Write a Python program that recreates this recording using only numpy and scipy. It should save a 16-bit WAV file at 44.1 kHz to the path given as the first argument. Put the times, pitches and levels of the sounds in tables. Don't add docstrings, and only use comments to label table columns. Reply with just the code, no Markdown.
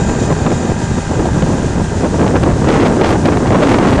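import sys
import numpy as np
from scipy import signal
from scipy.fft import rfft, irfft
from scipy.io import wavfile
from scipy.ndimage import uniform_filter1d, map_coordinates

SR = 44100
rng = np.random.default_rng(int(sys.argv[2]) if len(sys.argv) > 2 else 0)


def output_pcm(signal):
    pcm = np.clip(np.atleast_2d(signal).T, -1, 1) * 32767
    wavfile.write(sys.argv[1], SR, np.round(pcm).astype(np.int16))


N = 176400


def undb(db):
    return 10 ** (np.asarray(db) / 20)


def curve(rows):
    return np.interp(np.arange(N) / SR, *np.array(rows).T)


def walk(hz):
    hold = int(SR / hz)
    steps = rng.standard_normal(2048)[np.arange(N) // hold % 2048]
    return 1.527 * uniform_filter1d(uniform_filter1d(steps, hold), hold)


def shaped(gain):
    x = irfft(rfft(rng.standard_normal(N)) * gain, N)
    return x / x.std()


def noise(spectrum):
    hz, db = np.array(spectrum).T
    freqs = np.maximum(np.fft.rfftfreq(N, 1 / SR), 1)
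    return shaped(undb(np.interp(np.log(freqs), np.log(hz), db)))


# firing_multiple, level_db
ENGINE_ORDERS = [(1, -29), (2, -27.5), (3, -35), (5, -45), (10, -37.5), (15, -43.5), (20, -39)]
# pitch_hz, level_db
GEAR_TONES = [(880, -49), (969, -40.5), (2040, -49), (2503, -51)]
# freq_hz, level_db
CLATTER_SPECTRUM = [(60, 13.5), (150, 3.5), (400, 0.5), (650, -4.5), (930, 0), (1100, -11), (1350, -6.5),
                    (1650, -6), (2000, -11), (2180, -18.5), (2500, -16.5), (3000, -17.5), (4500, -25.5),
                    (9000, -108)]

def tractor(t):
    firing_hz, speed_wander, knock_depth = 79.5, 0.001997, 0.28
    shaft = 2 * np.pi * np.cumsum(1 + speed_wander * walk(5)) / SR
    tones = [(firing_hz * multiple, db) for multiple, db in ENGINE_ORDERS] + GEAR_TONES
    drone = 0
    for hz, db in tones:
        amplitude = np.sqrt(2) * undb(db + 1.5 * walk(11.84))
        drone += amplitude * np.sin(hz * shaft + 2 * np.pi * rng.random())
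    clatter = noise(CLATTER_SPECTRUM) * (1 + knock_depth * np.cos(firing_hz * shaft))
    return drone * undb(-1.1 - t) + clatter * undb(-21.5 - 0.4 * t)


# freq_hz, level_db
AIR_SPECTRUM = [(1500, -6), (3000, -6), (4500, -3), (5500, -1), (6200, 1), (7100, -0.5), (7900, -2.5),
                (8800, -6), (9350, -7), (10100, -15), (11000, -59)]
# time_s, level_db
HISS_LEVEL = [(0, -37), (1, -36), (2, -36), (3, -37), (4, -36.5)]
# centre_hz, width_hz, level_db
DUCT_MODES = [(2480,220,-1),(3200,130,-7),(3740,160,-2.5),(4340,140,-8),(4540,120,-8),(5030,140,-5),(5950,200,-2),(6570,130,-1),(6900,380,1),(7330,190,3.5)]

def planter(t):
    freqs = np.fft.rfftfreq(N, 1 / SR)
    power = sum((undb(db) / (1 + (2 * (freqs - hz) / width) ** 2)) ** 2 for hz, width, db in DUCT_MODES)
    ducts = shaped(np.sqrt(power))
    wavering_index = np.cumsum(1 + 0.003 * walk(12))
    ducts = map_coordinates(ducts, [wavering_index], mode="mirror")
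    air = noise(AIR_SPECTRUM) * undb(curve(HISS_LEVEL))
    flutter = undb(0.76 * walk(25.7))
    return (air + ducts * undb(-34.5 - 4.5 * t)) * flutter


# pitch_hz, level_db
CLUNK_RING = [(680, -10), (1010, 1.5), (1230, -2.5)]

def clunk(t, start_s=0.464, level_db=-16.5, decay_s=0.01):
    age = np.maximum(t - start_s, 0)
    ring = sum(undb(db) * np.sin(2 * np.pi * hz * age) for hz, db in CLUNK_RING)
    return undb(level_db) * np.exp(-age / decay_s) * ring


def turbulence(spectrum, shared=0.78, eddy_hz=135.2, throb_db=3):
    common = np.sqrt(shared) * noise(spectrum)
    throb = undb(throb_db * walk(eddy_hz))
    return throb * np.array([common + np.sqrt(1 - shared) * noise(spectrum) for _ in range(2)])


# time_s, strength_db
GUST_STRENGTH = [(0,-18.5),(.06,-31),(.085,-28),(.11,-21.5),(.22,-28),(.27,-22.5),(.325,-12),(.345,-35),(.38,-23),(.41,-24),(.455,-23),(.475,-12),(.49,-21.5),(.515,-21),(.54,-32),(.64,-20.5),(.66,-20),(.705,-19.5),(.725,-34),(.83,-28.5),(.865,-55),(.915,-19.5),(.945,-53),(.985,-12.5),(1.02,-51),(1.1,-24),(1.14,-18),(1.175,-31),(1.205,-17.5),(1.24,-29.5),(1.28,-18.5),(1.32,-28),(1.39,-17.5),(1.41,-36),(1.435,-17),(1.455,-24),(1.49,-20),(1.58,-22.5),(1.62,-27.5),(1.74,-28.5),(1.77,-22),(1.805,-18),(1.83,-31),(1.92,-30.5),(1.955,-21),(1.99,-33),(2.03,-17.5),(2.06,-15),(2.1,-44),(2.14,-14),(2.185,-22.5),(2.22,-12.5),(2.245,-21),(2.27,-16),(2.295,-18),(2.335,-18.5),(2.37,-21),(2.405,-29),(2.425,-16),(2.44,-25),(2.47,-13.5),(2.52,-14),(2.55,-27),(2.575,-22),(2.6,-25),(2.635,-23.5),(2.69,-9),(2.77,-9.5),(2.86,-10),(2.93,-18.5),(2.99,-17),(3.04,-9.5),(3.13,-6.5),(3.155,-12),(3.18,-20.5),(3.235,-29),(3.26,-8),(3.295,-19.5),(3.315,-16),(3.355,-16),(3.395,-21),(3.44,-15),(3.475,-11),(3.495,-21.5),(3.53,-10.5),(3.555,-11),(3.63,-9),(3.68,-7.5),(3.76,-10),(3.92,-6),(4,-8)]
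# time_s, level_db
RUMBLE_LEVEL = [(0,-18.5),(.08,-10.5),(.16,-28),(.24,-25),(.33,-24),(.38,-18.5),(.5,-25),(.54,-12),(.6,-25),(.75,-22),(.82,-25),(.85,-20),(.91,-22),(.97,-22),(1.02,-33),(1.08,-28),(1.13,-22),(1.29,-17.5),(1.35,-12.5),(1.38,-35),(1.44,-9),(1.5,-22),(1.55,-17),(1.61,-26),(1.68,-25),(1.73,-30),(1.81,-11),(1.86,-28),(1.93,-19.5),(1.99,-31),(2.1,-19),(2.28,-19),(2.41,-19),(2.52,-4.5),(2.56,-24),(2.62,-20),(2.7,-24),(2.92,-15),(2.96,-33),(3.09,-10.5),(3.22,-16.5),(3.36,-18),(3.44,-22),(3.49,-9),(3.55,-19),(3.83,-20.5),(3.96,-10),(4,-9)]
# freq_hz, level_db
RUMBLE_SPECTRUM = [(12, -21), (25, -2.5), (45, -4.5), (80, 3.5), (130, 2.5), (200, -1), (320, -14),
                   (700, -21.5), (2000, -101)]
BUFFET_SPECTRUM = [(40, -24), (100, -3), (170, -2.5), (280, -0.5), (420, -6.5), (700, -15), (1200, -25.5),
                   (2500, -66), (6000, -80.5)]
TEARING_SPECTRUM = [(120, -16), (300, -0.5), (500, 2), (800, -4), (1300, -15.5), (2200, -25.5),
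                    (4000, -41.5), (9000, -68)]

def wind():
    gust_db = curve(GUST_STRENGTH) + 20
    rumble = turbulence(RUMBLE_SPECTRUM) * undb(2 + curve(RUMBLE_LEVEL))
    buffet = turbulence(BUFFET_SPECTRUM) * undb(-14 + 0.99 * gust_db)
    tearing = turbulence(TEARING_SPECTRUM) * undb(-24.5 + 1.27 * gust_db)
    return rumble + buffet + tearing


# start_s, strength_db, centre_hz, decay_s
EDDY_SLAPS = [(0.086,-0.5,440,0.016),(.297,-7,900,.005),(0.305,-10,1100,0.0049),(.325,-7.5,1000,0.0028),(.463,-2,1120,0.0068),(.502,-4,900,0.0034),(0.517,-5.5,1000,0.0043),(0.555,-12,804,0.0033),(.693,-12,710,0.013),(1.133,-13,1010,.0041),(1.192,-9,650,0.0084),(1.255,-13,653,.0084),(1.422,-1,500,0.009),(1.463,-14,700,0.0047),(1.795,-15,553,.0048),(2.195,-2.5,644,0.0056),(2.215,-6,700,0.0046),(2.228,-12,700,0.0036),(2.265,-3,950,.006),(2.307,-13,796,.003),(2.354,-4,1200,0.0035),(2.362,-9,1100,0.0083),(2.383,-5,900,0.0027),(2.431,3,1100,0.0042),(2.448,-14,900,0.0026),(2.613,-12,700,0.003),(2.644,-4,920,0.0044),(2.763,7,1100,.0037),(3.013,-2.5,795,0.0029),(3.033,5,704,0.0083),(3.044,-10,1500,.005),(3.06,3,2420,0.0032),(3.097,-7.5,1400,0.0036),(3.128,-10,1400,0.0062),(3.25,-8,1020,.0041),(3.372,-6,1000,.0027),(3.505,-1,800,0.0031),(3.635,-3,1010,.0049),(3.976,0.5,850,.0063)]
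# centre_multiple, level_db
SLAP_SPECTRUM = [(.15, 4.5), (.5, -0.5), (1, -4), (1.5, -18), (3, -29), (6, -31), (12, -68)]

def slaps(t, attack_s=0.00047, gain_db=2):
    out = 0
    for start, db, centre_hz, decay in EDDY_SLAPS:
        force = np.clip((t - start) / attack_s, 0, 1) * np.exp(-np.abs(t - start) / decay)
        swirl = noise([(multiple * centre_hz, level) for multiple, level in SLAP_SPECTRUM])
        local_rms = np.sqrt(uniform_filter1d(swirl ** 2, size=200))
        out += undb(db + gain_db) * force * swirl / local_rms
    return out


def lulls(t, dip_db=-1.5, lull_s=0.0085):
    corners_s = lull_s * np.array([-2, -0.5, 0, 0.5])
    slack = sum(np.interp(t, start + corners_s, [0, 1, 1, 0]) for start, *_ in EDDY_SLAPS)
    return undb(dip_db * np.minimum(slack, 1))


# start_s, level_db
PRESSURE_STEPS = [(.327,-11),(0.465,-13),(2.28,-5),(2.435,0),(2.491,-12),(2.689,-2),(2.765,-5),(2.805,-4),(2.883,1),(3.012,2),(3.091,8),(3.108,4),(3.114,-2),(3.274,-5),(3.375,-1),(3.632,-7),(3.65,-7),(3.693,-0.5),(3.727,-5),(3.908,-1)]

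def snaps(t, leak_s=0.0007):
    out = 0
    for start, db in PRESSURE_STEPS:
        step = np.interp(t, [start - 1 / SR, start, start + leak_s], [0, 1, 0])
        out += rng.choice([-1, 1]) * undb(db) * step
    return out


# time_s, steepening_db
FRONT_STEEPNESS = [(0,-31),(2.2,-13.5),(2.25,-3),(2.265,-1),(2.29,-16),(2.34,-16),(2.36,-8),(2.39,-18),(2.62,-15),(2.69,-1),(2.77,2),(2.86,3),(2.91,-16),(3.02,-5),(3.05,14),(3.125,1),(3.145,-11),(3.23,-16),(3.255,1),(3.3,6),(3.34,9),(3.39,-16),(3.44,-12),(3.475,17),(3.5,-22),(3.58,-8),(3.635,-3),(3.665,1),(3.7,2),(3.76,-1),(3.85,-8),(3.92,3),(4,-7)]

def overload(ports, plateau=0.37, knee=3.05, crackle_hz=260.5, release_s=0.011):
    steep_db = curve(FRONT_STEEPNESS)
    driven = ports * (1 + undb(steep_db + 2.5 * walk(crackle_hz)))
    flattened = driven / (1 + np.abs(driven / plateau) ** knee) ** (1 / knee)
    pole = np.exp(-1 / (release_s * SR))
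    load = signal.lfilter([1 - pole], [1, -pole], np.abs(ports) * (1 + undb(steep_db)))
    sag = np.maximum(load / 0.63, 1) ** -0.097
    unevenness = undb(2 * walk(crackle_hz))
    return flattened * sag * unevenness


def microphone(ports, coupling_hz=40, preamp_db=1.5, rail=0.62):
    coupled = signal.lfilter(*signal.butter(1, coupling_hz, "high", fs=SR), ports)
    return np.clip(undb(preamp_db) * coupled, -rail, rail).mean(axis=0, keepdims=True)


def scene():
    t = np.arange(N) / SR
    buffeting = overload(wind() * lulls(t) + slaps(t)) + snaps(t)
    rounded = signal.lfilter(*signal.butter(2, 5500, fs=SR), buffeting)
    return microphone(tractor(t) + planter(t) + clunk(t) + rounded)


def record(dry):
    return signal.sosfilt(signal.ellip(8, .2, 70, 11800, fs=SR, output="sos"), dry)


dry = scene()
out = record(dry)
output_pcm(out)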